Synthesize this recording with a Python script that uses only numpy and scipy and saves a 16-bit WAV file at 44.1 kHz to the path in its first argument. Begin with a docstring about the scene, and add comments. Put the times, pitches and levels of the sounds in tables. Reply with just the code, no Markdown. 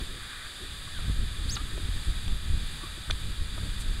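"""Dusk: light wind buffets the microphone of a hand-held camera, which hisses and whines faintly throughout.
The hand scuffs and rubs on the casing, faint whistles sound far off, and soft knocks and thumps begin.
A woodcock flies over with one thin arched squeak, two voices of its syrinx at once, ending in a snap
and a faint low note that echo in the trees. More knocks and thumps follow, with one more far whistle
and sharp clicks of the casing, and last a brief brush of cloth."""
import sys
import numpy as np
from scipy import signal
from scipy.fft import rfft, irfft, next_fast_len
from scipy.io import wavfile
from scipy.ndimage import map_coordinates

SR = 44100
rng = np.random.default_rng(int(sys.argv[2]) if len(sys.argv) > 2 else 0)


def master_out(mix):
    """Clip the mix to full scale and print it as 16-bit PCM to the path in sys.argv[1]."""
    frames = np.transpose(np.atleast_2d(mix))
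    ceiling = np.clip(frames, -1, 1)
    pcm = np.round(ceiling * 32767).astype(np.int16)
    wavfile.write(sys.argv[1], SR, pcm)


N = 176400

# how the casing colours both the hiss and the rubbing: frequency_hz, gain_db
CASING_COLOUR = [(400, -32), (750, -13), (1000, -13), (1150, -7), (1400, -8), (1600, -3), (1900, -4.5),
                 (2170, -11), (2420, -4.5), (2700, -12), (3100, -6.5), (3520, 0.5), (3850, -1),
                 (4280, -9.5), (4620, -3), (5550, -23.5), (6050, -21.5), (6450, -16.5), (7600, -12),
                 (8900, -14), (9450, -9), (10800, -21.5), (11350, -18), (11900, -24), (12700, -29.5),
                 (15700, -29.5)]


def amp(db):
    """Decibels to gain."""
    return 10 ** (np.asarray(db) / 20)


def unit(x):
    """Scaled to rms 1."""
    return x / np.sqrt(np.mean(x ** 2) + 1e-20)


def clock():
    """The time of each sample in seconds."""
    return np.arange(N) / SR


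def along(points, hz):
    """Read a curve of (frequency_hz, value) points on a log frequency axis."""
    frequencies, values = np.transpose(points)
    return np.interp(np.log(hz + 1), np.log(frequencies + 1), values)


def wobble(rate):
    """A smooth random curve, rate knots a second."""
    return map_coordinates(rng.standard_normal(int(N * rate / SR) + 4), [clock() * rate])


def filtered(x, response):
    """Equalise x by a gain that depends on frequency."""
    size = next_fast_len(N + SR // 2)
    return irfft(rfft(x, size) * response(np.fft.rfftfreq(size, 1 / SR)), size)[:N]


def passed(x, kind, hz):
    """A low-pass or high-pass, 24 dB an octave."""
    return signal.lfilter(*signal.butter(4, hz, kind, fs=SR), x)


def banded(x, edges_hz):
    """One band of x, at rms 1."""
    return unit(signal.sosfilt(signal.butter(3, edges_hz, "band", fs=SR, output="sos"), x))


def noise(spectrum):
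    """Coloured noise of rms 1."""
    return unit(filtered(rng.standard_normal(N), lambda hz: amp(along(spectrum, hz))))


def tone(hz):
    """A sine of rms 1 that follows a pitch curve."""
    return np.sqrt(2) * np.sin(2 * np.pi * np.cumsum(hz) / SR)


def swells(rows):
    """Bell-shaped fades from rows of (peak_s, width_s, level_db)."""
    return sum(amp(db) * np.exp(-.5 * ((clock() - s) / width) ** 2) for s, width, db in rows)


def struck(blows, modes, rise_s, crack_db, crack_t60_s, crack_hz):
    """Each blow rings the modes and adds a short crack of low-passed noise."""
    out = np.zeros(N)
    t = clock()[:SR // 4]
    attack = 1 - np.exp(-t / rise_s)
    for start_s, db in blows:
        ring = sum(amp(gain - 60 * t / t60) * np.sin(2 * np.pi * hz * t) for hz, gain, t60 in modes)
        grit = unit(passed(rng.standard_normal(len(t)), "low", crack_hz))
        crack = amp(crack_db - 60 * t / crack_t60_s) * grit
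        part = out[round(start_s * SR):][:len(t)]
        part += (amp(db) * (ring + crack) * attack)[:len(part)]
    return out


def wind():
    """Lumpy buffeting on the microphone over a low bed of air."""
    # the rise and fall of the wind: time_s, strength_db
    gusts = [(0, -37), (.12, -38), (.3, -45), (.55, -49), (.65, -37.5), (.88, -41), (1.08, -29),
             (1.17, -34.5), (1.5, -30.5), (1.75, -35), (2.55, -30), (2.98, -41), (3.12, -29), (3.42, -32),
             (3.62, -28.5), (4, -33)]
    # colour of the buffeting: frequency_hz, gain_db
    rumble = [(10, -3), (25, 3), (80, -8.5), (150, -18), (300, -30), (600, -43.5), (4000, -100)]
    # colour of still evening air: frequency_hz, gain_db
    air = [(30, -2), (350, -11), (600, -14.5), (3000, -79)]
    strength_db = np.interp(clock(), *np.transpose(gusts))
    lumps = amp(3 * wobble(rate=22))
    buffet = unit(lumps * noise(rumble))
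    return amp(strength_db + 1.5) * buffet + amp(-55) * noise(air)


def camera():
    """Steady hiss coloured by the casing, with a thin wavering whine from the drive."""
    # the tones of the drive: pitch_hz, level_db
    drive_tones = [(1298, -63), (2807, -65), (3508, -57), (11364, -69)]
    wander_hz, waver_db = 6.84, 0.55
    whine = sum(amp(db) * tone(hz + wander_hz * wobble(40)) for hz, db in drive_tones)
    hiss = amp(-43 + waver_db * wobble(7.97)) * noise(CASING_COLOUR)
    return hiss + whine


def rubbing():
    """The grip scuffs, the sliding hand stirs the casing's lower resonances, and cloth brushes by."""
    # the grip shifts: peak_s, width_s, level_db
    grip_shifts = [(.005, .02, -44), (.13, 0.049, -50.5), (.63, 0.024, -49), (1.405, 0.017, -48),
                   (1.62, 0.052, -54), (1.79, 0.057, -47.5)]
    # the hand slides on the casing: peak_s, width_s, level_db
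    strokes = [(.22, 0.058, -49), (.35, 0.04, -46), (.45, 0.038, -47)]
    # the bright colour of cloth: frequency_hz, gain_db
    cloth = [(3000, -27), (8300, 5), (15000, -16)]
    slips = amp(-wobble(rate=82))
    slide = swells(strokes) * banded(slips * noise(CASING_COLOUR), edges_hz=(1120, 2200))
    scuffs = swells(grip_shifts) * banded(rng.standard_normal(N), edges_hz=(167, 417))
    brush = swells([(3.81, 0.011, -44.5)]) * noise(cloth)
    return scuffs + slide + brush


def far_whistles():
    """Faint rough glides that swell and fade, blurred by distance."""
    # far-off whistles: start_s, length_s, from_hz, to_hz, level_db, pitch_scatter_ratio
    whistles = [(0.872, 0.019, 1160, 1120, -46.5, .04), (0.919, 0.098, 1880, 1230, -51, 0.01),
                (0.942, 0.0396, 3370, 3070, -48, .03), (2.806, 0.079, 1080, 1240, -47.5, 0.09)]
    out = np.zeros(N)
    for start_s, length_s, from_hz, to_hz, db, scatter in whistles:
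        progress = np.clip((clock() - start_s) / length_s, 0, 1)
        pitch = (from_hz + (to_hz - from_hz) * progress) * (1 + scatter * wobble(500))
        fade = np.sqrt(np.abs(np.sin(np.pi * progress)))
        flutter = amp(3 * wobble(200))
        out += amp(db) * fade * unit(tone(pitch) * flutter)
    return out


def handling():
    """Knocks, dull thumps and sharp clicks of the casing; a softer finger gives a duller knock."""
    # fingers land on the casing: start_s, strength_db, cutoff_hz
    taps = [(.988, -32.5, 890), (1.775, -23.5, 605), (2.08, -25, 346), (2.832, -21.5, 387),
            (2.974, -27.5, 400), (3.099, -27.5, 2500), (3.1017, -39, 2500), (3.578, -29, 1000)]
    # the ring of a knock: pitch_hz, gain_db, t60_s
    knock_modes = [(345, -9.5, 0.05), (634, -2.5, 0.019), (1025, -4.5, 0.019), (1280, 5.5, 0.021),
                   (1460, 5.5, 0.016)]
    # the camera shifts in the hand: start_s, strength_db
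    bumps = [(1.045, -18.5), (1.098, -11.5), (1.888, -15.5), (2.072, -15), (2.325, -17.5), (2.5, -14),
             (2.54, -17), (3.108, -21), (3.688, -26)]
    # the low body of a thump: pitch_hz, gain_db, t60_s
    thump_modes = [(47, 0.5, 0.13), (78, -4.5, 0.11), (144, -8, 0.042), (212, -14.5, 0.02)]
    # the casing clicks: start_s, strength_db
    ticks = [(2.28, -26), (3.1068, -21.5), (3.1097, -14)]
    # the bright ring of a click: pitch_hz, gain_db, t60_s
    click_modes = [(2429.5, -10, 0.014), (3550, 13, 0.0038), (4100, -3, 0.004), (5650, -9, .005),
                   (8900, -5, 0.0033)]
    clicks = struck(ticks, click_modes, rise_s=0.00076, crack_db=-5, crack_t60_s=0.0084, crack_hz=5370)
    knocks = np.zeros(N)
    for start_s, db, cutoff_hz in taps:
        knock = struck([(start_s, db)], knock_modes,
                       rise_s=0.00075, crack_db=-8, crack_t60_s=0.014, crack_hz=2500)
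        knocks += passed(knock, "low", cutoff_hz)
    thumps = struck(bumps, thump_modes, rise_s=0.0047, crack_db=-17, crack_t60_s=0.039, crack_hz=235)
    return knocks + thumps + clicks


def voice(contour, partials):
    """One side of the syrinx: a slightly unsteady whistle that follows a pitch and level contour."""
    # an overtone against the fundamental, by where it falls: frequency_hz, gain_db
    colour = [(3000, -25), (7000, -18), (8400, -9.5), (9500, -11.5), (11000, -23), (13500, -25),
              (15500, -19)]
    jitter, shimmer_db, fade_s = 0.0059, 2.5, 0.0016
    times, hz, db = np.transpose(contour)
    t = clock()
    pitch = np.interp(t, times, hz) * (1 + jitter * wobble(600))
    gate = np.clip(np.minimum(t - times[0], times[-1] - t) / fade_s + 1, 0, 1)
    level = amp(np.interp(t, times, db) + shimmer_db * wobble(400))
    overtones = sum(amp(along(colour, k * pitch)) * (k * pitch < SR / 2) * tone(k * pitch)
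                    for k in range(2, partials + 1))
    return gate * level * (tone(pitch) + overtones)


def woodcock():
    """Two voices arch together, the call snaps shut and a low note trails; the trees answer faintly."""
    # the main arch of the squeak: time_s, pitch_hz, level_db
    squeak = [(1.486, 3490, -45.5), (1.493, 4210, -36), (1.499, 4700, -31), (1.508, 5320, -39.5),
              (1.512, 6100, -44.5), (1.522, 6450, -41.5), (1.535, 6660, -36.5), (1.546, 6500, -41.5),
              (1.553, 5940, -43.5), (1.557, 4800, -39), (1.561, 4040, -44), (1.564, 3720, -46)]
    # the second voice of the syrinx: time_s, pitch_hz, level_db
    upper_voice = [(1.516, 6800, -51), (1.523, 7500, -44), (1.53, 7961, -42), (1.54, 7500, -46),
                   (1.549, 7100, -45)]
    # the snaps that close the call: start_s, strength_db
    snaps = [(1.5658, -29.5), (1.5682, -27.5)]
    # the ring of a snap: pitch_hz, gain_db, t60_s
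    snap_modes = [(900, -15, 0.028), (1136, -6, 0.039), (1362, -5, 0.043), (1775, -11.5, .06),
                  (2880, -4, 0.019), (3370, -1, 0.012), (3800, -1.5, 0.021)]
    # a low note that rises and dies after the snap: time_s, pitch_hz, level_db
    afternote = [(1.57, 1118, -42), (1.582, 1166, -45), (1.61, 1250, -49)]
    echo_db, echo_t60_s = -17, 0.3
    call = voice(squeak, partials=3) + voice(upper_voice, partials=1) + voice(afternote, partials=1)
    snap = struck(snaps, snap_modes, rise_s=0.00026, crack_db=-5, crack_t60_s=0.03, crack_hz=3770)
    call += passed(snap, "high", hz=900)
    t = clock()[:SR // 2]
    tail = rng.standard_normal(len(t)) * amp(-60 * t / echo_t60_s)
    echo = signal.fftconvolve(call, tail / np.linalg.norm(tail))[:N]
    return call + amp(echo_db) * echo


def scene():
    """The bird and the far whistles, mixed in mono with the hand, wind and camera noise."""
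    return (woodcock() + far_whistles() + handling() + rubbing() + wind() + camera())[None]


def record(dry):
    """The camera keeps nothing above its band limit."""
    return filtered(dry[0], lambda hz: hz < 15750)[None]


dry = scene()
out = record(dry)
master_out(out)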